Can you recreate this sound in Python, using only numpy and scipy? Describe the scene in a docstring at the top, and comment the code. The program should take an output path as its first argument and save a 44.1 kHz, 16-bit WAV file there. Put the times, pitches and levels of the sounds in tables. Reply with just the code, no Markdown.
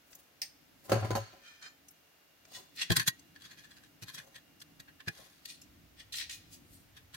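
"""Crimping pliers and metal plate on a workbench

Close over the wood, plier jaws click as noise bursts through steel resonances, then the tool lands and rocks.
A wire slides through the fingers, a plate is dragged, bumped and tilted, and a terminal scrapes onto its tab:
bursts of tiny slips ring each object's resonances, and damped sines add the bench thumps and steel clinks.
Filtered noise makes the room rumble and hiss, a wavering sine the thin electrical whine;
a decaying noise tail adds the short echo."""
import sys
import numpy as np
from scipy import signal
from scipy.fft import rfft, irfft, next_fast_len
from scipy.io import wavfile
from scipy.ndimage import map_coordinates

SR = 44100
rng = np.random.default_rng(int(sys.argv[2]) if len(sys.argv) > 2 else 0)


def wav_record(signal):
    """Record a signal, one row per channel, as 16-bit PCM in the file named by sys.argv[1]."""
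    frames = np.transpose(np.atleast_2d(signal))
    bounded = np.clip(frames, -1, 1)
    # unit amplitude maps onto the largest positive 16-bit level
    quanta = np.round(bounded * 32767).astype(np.int16)
    wavfile.write(sys.argv[1], SR, quanta)


N = 316165
TIME = np.arange(N) / SR

# Event levels are relative: stroke energy and layer trims still act on them.
# Brightness tilts the sound above 1700 Hz; a stroke's length runs between its -20 dB points.
# Steel jaws meet and bounce: (time [s], level [dB], time to fade by 20 dB [s])
JAWS = [(0.4166, -30.5, 0.032), (0.4261, -42, 0.07)]
# Pliers land and settle on the bench: (time [s], level [dB], brightness [dB per octave])
KNOCKS = [(.896, -33.5, 2), (.919, -19, 0), (.957, -30, -4), (1.026, -34, -6), (1.047, -36, -0.5),
          (1.107, -28, -1), (1.153, -25.5, 2), (1.329, -53, 2)]
# Hands and handles brush over the wood: (time [s], level [dB], length [s], brightness [dB per octave])
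HANDLES = [(.15, -53.5, 0.18, 10), (.875, -53, 0.22, 8), (1.0, -48.5, 0.69, 2), (2.56, -52.5, 0.2, 6),
           (4.25, -62, 0.45, 5), (5.2, -58.5, .17, -11.5)]
# Pliers' steel clinks on the hardest knocks: (time [s], level [dB])
CLINKS = [(.924, -38), (1.109, -45), (1.153, -39)]
# Wire runs through the fingers: (time [s], level [dB], length [s], brightness [dB per octave])
SLIDES = [(1.465, -55, 0.31, -0.4), (1.628, -48, 0.084, -1.3), (1.66, -48.5, 0.068, -3.5)]
# Plate skids and taps on the bench: (time [s], level [dB], length [s], brightness [dB per octave])
SHIFTS = [ (2.905, -23, 0.018, -3.5), (2.920, -22.5, 0.031, -2), (2.968, -17.5, 0.029, -0.5),
          (2.999, -25, 0.059, -2.5), (3.078, -17, .027, 1), (3.361, -51, 0.04, -5.5),
          (3.42, -51, 0.073, -0.5), (4.029, -39.5, 0.028, 0), (4.087, -42, 0.07, -1.5),
          (4.147, -40, 0.045, .5), (4.185, -41, 0.073, -3), (4.36, -45, 0.054, -2.5),
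          (4.619, -42, 0.019, 0.5), (4.802, -42.5, 0.019, -1.5), (4.886, -52, 0.038, -9.5),
          (5.005, -48.5, 0.03, -6), (5.082, -30, 0.032, -4.5), (5.18, -54, 0.45, -.5),
          (6.972, -50, 0.066, -1.5), (7.146, -42.5, 0.044, -1.5)]
# Bench top takes the plate's weight: (time [s], level [dB])
THUMPS = [(2.901, -16), (2.976, -34), (3.073, -56), (4.022, -43), (4.793, -54), (5.075, -32.5)]
# Plate comes down corner by corner: (delay [s], level [dB])
CORNERS = [(0, -1), (.008, -0.5), (.017, -8)]
# Metal edges and terminals scrape: (time [s], level [dB], length [s], brightness [dB per octave])
SCRAPES = [(2.556, -42, 0.12, 1), (2.765, -46.5, 0.054, 11), (2.794, -36.5, 0.07, -3.5),
           (2.821, -27, 0.062, -3.5), (5.457, -35, 0.013, 2.5), (5.502, -43.5, 0.12, 1),
           (6.003, -46.5, 0.071, -4), (6.538, -47.5, 0.085, 5.5), (6.745, -54.5, 0.2, 11)]
# Terminal is pushed onto its tab in a run of slips: (start [s], length [s], level [dB], growth [dB per s])
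PUSHES = [(6.125, .095, -37.5, 19), (6.297, .05, -38.5, -190)]
# Small parts touch: (time [s], level [dB], brightness [dB per octave])
TICKS = [(.131, -52, -12.5), (.153, -48, 5.5), (1.886, -50.5, -2.5), (1.91, -49, 21), (2.453, -56, -12),
         (3.195, -54, -7), (4.603, -52.5, -7.5), (5.618, -49.5, -4), (5.636, -60.5, -6), (5.998, -60, -5.5)]

# Broad colour of each thing: (frequency [Hz], relative level [dB])
JAW_COLOUR = [(300, -52), (800, -12), (1150, -37), (1800, -8), (3800, -7.5), (5300, 1), (7400, -13.5),
              (8800, -8.5), (10000, -16), (15500, -7)]
BENCH_COLOUR = [(25, -26.5), (50, -3.5), (110, -5.5), (200, -4), (260, -7), (380, -7.5), (700, -3),
                (900, -11.5), (1400, -10.5), (2200, -18.5), (4500, -24.5), (8000, -30.5), (15500, -33.5)]
WIRE_COLOUR = [(400, -18), (1000, -12), (1400, 2), (2600, -11), (4200, -3.5), (5600, -13), (7500, -15),
               (9000, -17.5), (15500, -37.5)]
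PLATE_COLOUR = [(30, -37), (120, 5.5), (420, -18.5), (680, -15.5), (900, -12.5), (1100, -7.5), (1700, -4.5),
                (2700, -4.5), (4200, 2), (5400, -3), (9500, -8.5), (11000, -4.5), (15500, -14.5)]
# The plate's hollow note: (frequency [Hz], relative level [dB])
TOCK_COLOUR = [(900, -59), (1400, -23.5), (1720, -0.5), (2050, -16.5), (2550, -9.5), (3500, -30),
               (8000, -50)]
TERMINAL_COLOUR = [(300, -34.5), (1200, -17.5), (1900, -5), (3000, 0), (4100, -2), (6000, -2.5), (8600, -9),
                   (10500, -12), (15500, -19)]
TICK_COLOUR = [(1000, -39), (4000, -19), (6200, -4.5), (9000, -13.5), (13000, -8.5), (15500, -20)]
RUMBLE_COLOUR = [(20, -36), (45, -7), (75, 0), (120, -3.5), (160, 3.5), (210, -4), (290, 4.5), (420, -15.5),
                 (800, -33), (2000, -30)]
DRONE_COLOUR = [(20, -21), (50, -2), (110, 0), (160, -17), (400, -30), (1500, -80.5)]
HISS_COLOUR = [(100, -25.5), (350, -6.5), (700, -4), (950, -9.5), (1450, -7), (2300, -7.5), (4400, -11.5),
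               (6300, -13.5), (8400, -20), (11000, -16.5), (14500, -12.5), (15800, -15.5)]

# Resonances of each thing: (frequency [Hz], width [Hz], level above the broad colour [dB])
JAW_MODES = [(1866, 71, 7), (2670, 21, -2), (4650, 64, 6), (5030, 78, -3), (5550, 320, 0), (6230, 89, 6),
             (8660, 350, 8.5)]
BENCH_MODES = [(210.3, 18, -3), (341, 18, 4), (382, 8.7, 8), (428.4, 4.7, -1), (552, 18.6, 8.5),
               (642, 11, -4.5), (754, 102, 0), (1013, 13, 14), (1397, 17, -2.5), (4550, 180, 1.5),
               (6350, 340, 1.5)]
WIRE_MODES = [(1778, 12, 18), (2427, 22, 20), (3120, 24, 16), (3880, 25, 6), (4220, 25, 7),
              (5040, 41, 13.7), (5980, 60, 19.7), (7040, 19, 21.5), (8200, 32, 14)]
PLATE_MODES = [(1066, 24, 5.4), (1575, 36, 9), (1736, 114, 9), (1896, 15, 10), (2450, 30, 5),
               (3312, 180, 2.5), (3890, 25, -1), (4460, 200, -10), (6220, 490, -5.5)]
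TOCK_MODES = [(1667, 83, 3)]
TERMINAL_MODES = [(1879, 86, 6.4), (2460, 25, 4.1), (3440, 44, 1), (4110, 560, 1), (8200, 72, 2.4)]
# Ringing of the bench top under a thump: (frequency [Hz], time to decay by 60 dB [s], level [dB])
THUMP_MODES = [(50, 0.12, -25), (112, 0.048, 1.5), (166.4, 0.11, -6.5), (337, 0.052, -9), (442, 0.11, -23),
               (653, 0.032, -13.5), (806, 0.12, -23)]
# Ringing of the pliers' steel: (frequency [Hz], time to decay by 60 dB [s], level [dB])
CLINK_MODES = [(4200, 0.056, -3), (4410, 0.082, 1), (6540, 0.07, 0.5)]
# Decay of the room: (frequency [Hz], time to decay by 60 dB [s])
ROOM = [(100, 0.12), (600, 0.14), (2500, 0.87), (6000, 0.64), (15000, 0.1)]

TOP_HZ = 15900
MODE_SCATTER_DB = 2.5
# Times to swell and to fade by 20 dB
KNOCK_SWELL_S, KNOCK_FADE_S = 0.0028, 0.042
TICK_SWELL_S, TICK_FADE_S = 0.0055, 0.012
SLIP_SWELL_S, SLIP_FADE_S = 0.0033, 0.056
SLIP_PERIOD_S, SLIP_SCATTER_S = 0.0147, 0.001
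# A hand works a terminal to and fro, nudging the plate ever more gently
WIGGLE_START_S, WIGGLE_PERIOD_S, WIGGLE_SCATTER_S = 3.459, 0.0615, 0.0069
WIGGLE_DB, WIGGLE_LOSS_DB_PER_S, NUDGE_LENGTH_S, NUDGE_BRIGHT_DB = -47.5, 22.5, 0.079, -2.5
# Hollow note: level against its contact, and gain for each dB per octave of dullness
TOCK_DB, TOCK_DB_PER_DULLNESS = -18, 3.7
# The bench hums from the landing of the pliers until they stop rocking
ROCK_START_S, ROCK_STOP_S, ROCK_DB, ROCK_HZ = 0.93, 1.21, -32.5, 108
ROCK_RISE_DB_PER_S, ROCK_SAG_DB_PER_S, ROCK_RELEASE_DB_PER_S = 710, 29.5, 260
RUMBLE_DB, RUMBLE_RISE_DB_PER_S, RUMBLE_SWAY_DB = -71, 0.66, 3.5  # level at time 0, then a slow rise
DRONE_START_S, DRONE_RISE_S, DRONE_DB = 5.58, 0.19, -67  # a deeper rumble sets in
# The whine is louder for a while
WHINE_FROM_S, WHINE_TO_S, WHINE_DB, WHINE_SWELL_DB, WHINE_HZ = 1.8, 5.1, -85.5, 7, 2812


def amp(db):
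    """Decibels to gain."""
    return 10 ** (np.asarray(db) / 20)


def unit(x):
    """Scaled to rms 1."""
    return x / np.sqrt(np.mean(x ** 2) + 1e-20)


def along(points, hz):
    """(Hz, value) points read on a log axis."""
    f, v = np.transpose(points)
    return np.interp(np.log(hz + 1), np.log(f + 1), v)


def wobble(rate, size):
    """A smooth random curve with rate knots a second."""
    knots = rng.standard_normal(size // 8 + 4)
    return map_coordinates(knots, [np.arange(size) * rate / SR], order=2, mode="wrap")


def gate(s, rise):
    """Opens from 0 to 1 over the rise time from time s on."""
    return np.clip((TIME - s) / rise, 0, 1)


def add(track, s, sound):
    """Mix a sound into the track from time s on."""
    start = round(s * SR)
    part = sound[..., max(-start, 0):N - start]
    track[..., max(start, 0):max(start, 0) + part.shape[-1]] += part


def spread(pair, hz, mono_hz):
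    """Two unrelated spectra to left and right: long waves reach both microphones alike."""
    side = np.sqrt(0.5 / (1 + (mono_hz / (hz + 1)) ** 1.3))
    mid = np.sqrt(1 - side ** 2)
    return np.array([mid * pair[0] + side * pair[1], mid * pair[0] - side * pair[1]])


def noise(colour, mono_hz):
    """Steady stereo noise of rms 1, coloured in the spectrum."""
    size = next_fast_len(N)
    hz = np.fft.rfftfreq(size, 1 / SR)
    stereo = spread(rfft(rng.standard_normal((2, size))), hz, mono_hz)
    return unit(irfft(stereo * amp(along(colour, hz)), size)[:, :N])


def causal(gain_db):
    """The minimum-phase response with this gain: it rings only after it is struck."""
    cepstrum = irfft(np.log(amp(gain_db)))
    half = cepstrum.shape[-1] // 2
    fold = np.r_[1, np.full(half - 1, 2), 1, np.zeros(half - 1)]
    return np.exp(rfft(cepstrum * fold))


def body(hz, colour, modes, bright_db, ripple_db):
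    """An object's response to contact: broad colour, main resonances and a crowd of small high ones."""
    crowd = map_coordinates(rng.standard_normal(400), [hz / 110], order=2, mode="wrap")
    tilt = bright_db * np.log2(np.maximum(hz / 1700, 1))
    broad = along(colour, hz) + tilt + ripple_db * crowd * hz / (hz + 1500)
    rings = 0
    for centre, width, db in modes:
        # the point of contact decides how strongly each resonance answers
        strength = amp(db + rng.normal(0, MODE_SCATTER_DB))
        damping = 1j * hz * width
        rings = rings + strength * damping / (centre ** 2 - hz ** 2 + damping)
    response = causal(broad) * (1 + rings)
    return response / np.sqrt(np.mean(np.abs(response) ** 2))


def contacts(rows, colour, modes, grit_db, grit_rate, ripple_db, mono_hz, left_db, size=24576):
    """Each contact is a burst of tiny slips that swells, fades and rings the object's resonances.
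    Rows: (peak time [s], level [dB], 20 dB swell [s], 20 dB fade [s], brightness [dB per octave])."""
    out, lead = np.zeros((2, N)), 0.12  # seconds kept ahead of the peak
    t, hz = np.arange(size) / SR - lead, np.fft.rfftfreq(size, 1 / SR)
    lean = amp(np.outer([0.5, -0.5], left_db * hz / (hz + 5000)))  # treble is the most directional
    for s, db, swell, fade, bright_db in rows:
        force = amp(-20 * np.maximum(-t / swell, t / fade))
        grit = unit(amp(grit_db * np.tanh(wobble(grit_rate, size))))
        slips = grit * rng.standard_normal((2, size))
        ringing = spread(rfft(force * slips), hz, mono_hz) * body(hz, colour, modes, bright_db, ripple_db)
        energy = np.sqrt(np.mean(force ** 2))  # the stroke alone sets how much sound there is
        add(out, s - lead, amp(db) * energy * unit(irfft(ringing * lean, size)))
    return out


def taps(rows, swell, fade):
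    """(time, level, brightness) rows become contacts that share one swell and one fade time."""
    return [(s, db, swell, fade, bright_db) for s, db, bright_db in rows]


def strokes(rows, swell_share):
    """Rows with a length become contacts that swell for a share of it and fade for the rest."""
    return [(s, db, length * swell_share, length * (1 - swell_share), bright_db)
            for s, db, length, bright_db in rows]


def ring(modes, scatter, size=8192):
    """Damped modes after one blow; each microphone meets them at its own phase."""
    t = np.arange(size) / SR
    tones = 0
    for hz, t60, db in modes:
        phase = rng.normal(0, scatter, (2, 1))
        tones = tones + amp(db - 60 * t / t60) * np.sin(2 * np.pi * hz * t + phase)
    return tones * (1 - np.exp(-t / 0.0013))


def background():
    """Coloured noise gives room rumble and even hiss; a wavering sine gives a thin electrical whine."""
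    rumble_db = RUMBLE_DB + RUMBLE_RISE_DB_PER_S * TIME + RUMBLE_SWAY_DB * wobble(3.3, N)
    rumble = amp(rumble_db) * noise(RUMBLE_COLOUR, mono_hz=298)
    drone = amp(DRONE_DB) * gate(DRONE_START_S, DRONE_RISE_S) * noise(DRONE_COLOUR, mono_hz=400)
    hiss = amp(-65.5) * noise(HISS_COLOUR, mono_hz=202)
    louder = gate(WHINE_FROM_S, 0.18) - gate(WHINE_TO_S, 0.084)
    whine_db = WHINE_DB + WHINE_SWELL_DB * louder + 0.91 * wobble(2.7, N)
    whine = amp(whine_db) * unit(np.sin(2 * np.pi * WHINE_HZ * TIME + 0.5 * wobble(3.4, N)))
    return rumble + drone + hiss + whine


def room(x):
    """The walls answer after a short delay; the upper mids linger longest."""
    hz, t, z = signal.stft(rng.standard_normal((2, SR // 2)), SR, nperseg=256)
    tail = signal.istft(z * amp(-60 * t / along(ROOM, hz)[:, None]), SR, nperseg=256)[1]
    tail = np.pad(tail / np.linalg.norm(tail[0]), ((0, 0), (SR // 150, 0)))  # delay of 1/150 s
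    return signal.fftconvolve(x, tail, axes=1)[:, :N]


def wire():
    """The wire and its ring terminal rub through the fingers and sing faintly at narrow resonances."""
    slides = contacts(strokes(SLIDES, swell_share=0.24), WIRE_COLOUR, WIRE_MODES,
                      grit_db=3, grit_rate=220, ripple_db=2, mono_hz=150, left_db=-1.5)
    return amp(2) * slides


def stick_slip():
    """A pushed terminal sticks and lets go at a nearly even rate, each slip with its own brightness."""
    slips = []
    for start, length, db, growth_db in PUSHES:
        for age in np.arange(0, length, SLIP_PERIOD_S):
            s = start + age + SLIP_SCATTER_S * rng.standard_normal()
            slips.append((s, db + growth_db * age, 2.4 * rng.standard_normal() - 0.3))
    return taps(slips, SLIP_SWELL_S, SLIP_FADE_S)


def terminal():
    """Metal sticks and slips on metal; small parts tick against each other."""
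    rubs = strokes(SCRAPES, swell_share=0.44) + stick_slip()
    scrapes = contacts(rubs, TERMINAL_COLOUR, TERMINAL_MODES,
                       grit_db=3.5, grit_rate=850, ripple_db=6, mono_hz=700, left_db=2.5)
    ticks = contacts(taps(TICKS, TICK_SWELL_S, TICK_FADE_S), TICK_COLOUR, [],
                     grit_db=4, grit_rate=540, ripple_db=6, mono_hz=300, left_db=4)
    return amp(-1.5) * scrapes + amp(1.5) * ticks


def wiggle(count):
    """Nearly even nudges that weaken as the terminal settles."""
    ages = WIGGLE_PERIOD_S * np.arange(count) + WIGGLE_SCATTER_S * rng.standard_normal(count)
    return [(WIGGLE_START_S + age, WIGGLE_DB - WIGGLE_LOSS_DB_PER_S * age, NUDGE_LENGTH_S, NUDGE_BRIGHT_DB)
            for age in ages]


def bench_thumps():
    """The plate's corners land one after another and ring the bench top's damped modes."""
    thumps = np.zeros((2, N))
    for s, db in THUMPS:
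        for delay, corner_db in CORNERS:
            add(thumps, s + delay, amp(db + corner_db) * ring(THUMP_MODES, scatter=0.75))
    # the top radiates little deep bass
    return signal.sosfilt(signal.butter(2, 45, "high", fs=SR, output="sos"), thumps)


def plate():
    """The plate chatters over the wood; dull contacts bring out its hollow note, landings thump the bench."""
    skids = strokes(SHIFTS + wiggle(count=7), swell_share=0.37)
    chatter = contacts(skids, PLATE_COLOUR, PLATE_MODES,
                       grit_db=5, grit_rate=590, ripple_db=5, mono_hz=80, left_db=2.5)
    notes = []
    for s, db, swell, fade, bright_db in skids:
        note_db = min(TOCK_DB - TOCK_DB_PER_DULLNESS * bright_db, 0)
        notes.append((s, db + note_db, swell, fade, 0))
    tocks = contacts(notes, TOCK_COLOUR, TOCK_MODES,
                     grit_db=3, grit_rate=440, ripple_db=4.5, mono_hz=900, left_db=-1)
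    return bench_thumps() + amp(-1.5) * chatter + amp(-3.5) * tocks


def jaws(size=16384):
    """Steel strikes steel: an almost instant crack of noise rings the jaws."""
    out, t, hz = np.zeros((2, N)), np.arange(size) / SR, np.fft.rfftfreq(size, 1 / SR)
    steel = body(hz, JAW_COLOUR, JAW_MODES, bright_db=-1.5, ripple_db=2.5)
    for s, db, fade in JAWS:
        force = amp(db - 20 * t / fade) * (1 - np.exp(-t / 0.00027))
        crack = force * rng.standard_normal((2, size))
        add(out, s, irfft(spread(rfft(crack), hz, mono_hz=1490) * steel, size))
    return out


def clinks():
    """The pliers' own steel rings briefly in damped modes when they hit the wood."""
    out = np.zeros((2, N))
    for s, db in CLINKS:
        add(out, s, amp(db) * ring(CLINK_MODES, scatter=0.98))
    return out


def rocking():
    """The rocking tool shakes the bench top: an uneven low hum starts fast, sags and lets go."""
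    tone = np.sin(2 * np.pi * ROCK_HZ * TIME + 0.6 * wobble(28.85, N))
    hum = unit(tone * amp(3.2 * wobble(45.6, N)))
    age = TIME - ROCK_START_S
    rise_and_sag = np.minimum(ROCK_RISE_DB_PER_S * age, -ROCK_SAG_DB_PER_S * age)
    release = ROCK_RELEASE_DB_PER_S * np.maximum(TIME - ROCK_STOP_S, 0)
    return amp(ROCK_DB + rise_and_sag - release) * hum


def pliers():
    """The tool knocks on the bench and rocks; hands and handles brush the same resonant wood."""
    landing = contacts(taps(KNOCKS, KNOCK_SWELL_S, KNOCK_FADE_S), BENCH_COLOUR, BENCH_MODES,
                       grit_db=4, grit_rate=440, ripple_db=4, mono_hz=735, left_db=0.5)
    brush = contacts(strokes(HANDLES, swell_share=0.45), BENCH_COLOUR, BENCH_MODES,
                     grit_db=7.5, grit_rate=77, ripple_db=4, mono_hz=300, left_db=3)
    return landing + rocking() + amp(0.5) * brush


def scene():
    """Everything on the bench, each with its share of room sound."""
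    snap, landing = jaws(), pliers() + clinks()
    handling, fitting = wire() + plate(), terminal()
    echo = room(amp(-24.5) * snap + amp(-10) * landing + amp(-35) * handling + amp(-17) * fitting)
    return background() + echo + handling + fitting + snap + landing


def record(dry):
    """The recorder keeps nothing above its band limit."""
    size = next_fast_len(N + 8192)
    passed = np.fft.rfftfreq(size, 1 / SR) < TOP_HZ
    return irfft(rfft(dry, size) * passed, size)[:, :N]


dry = scene()
out = record(dry)
wav_record(out)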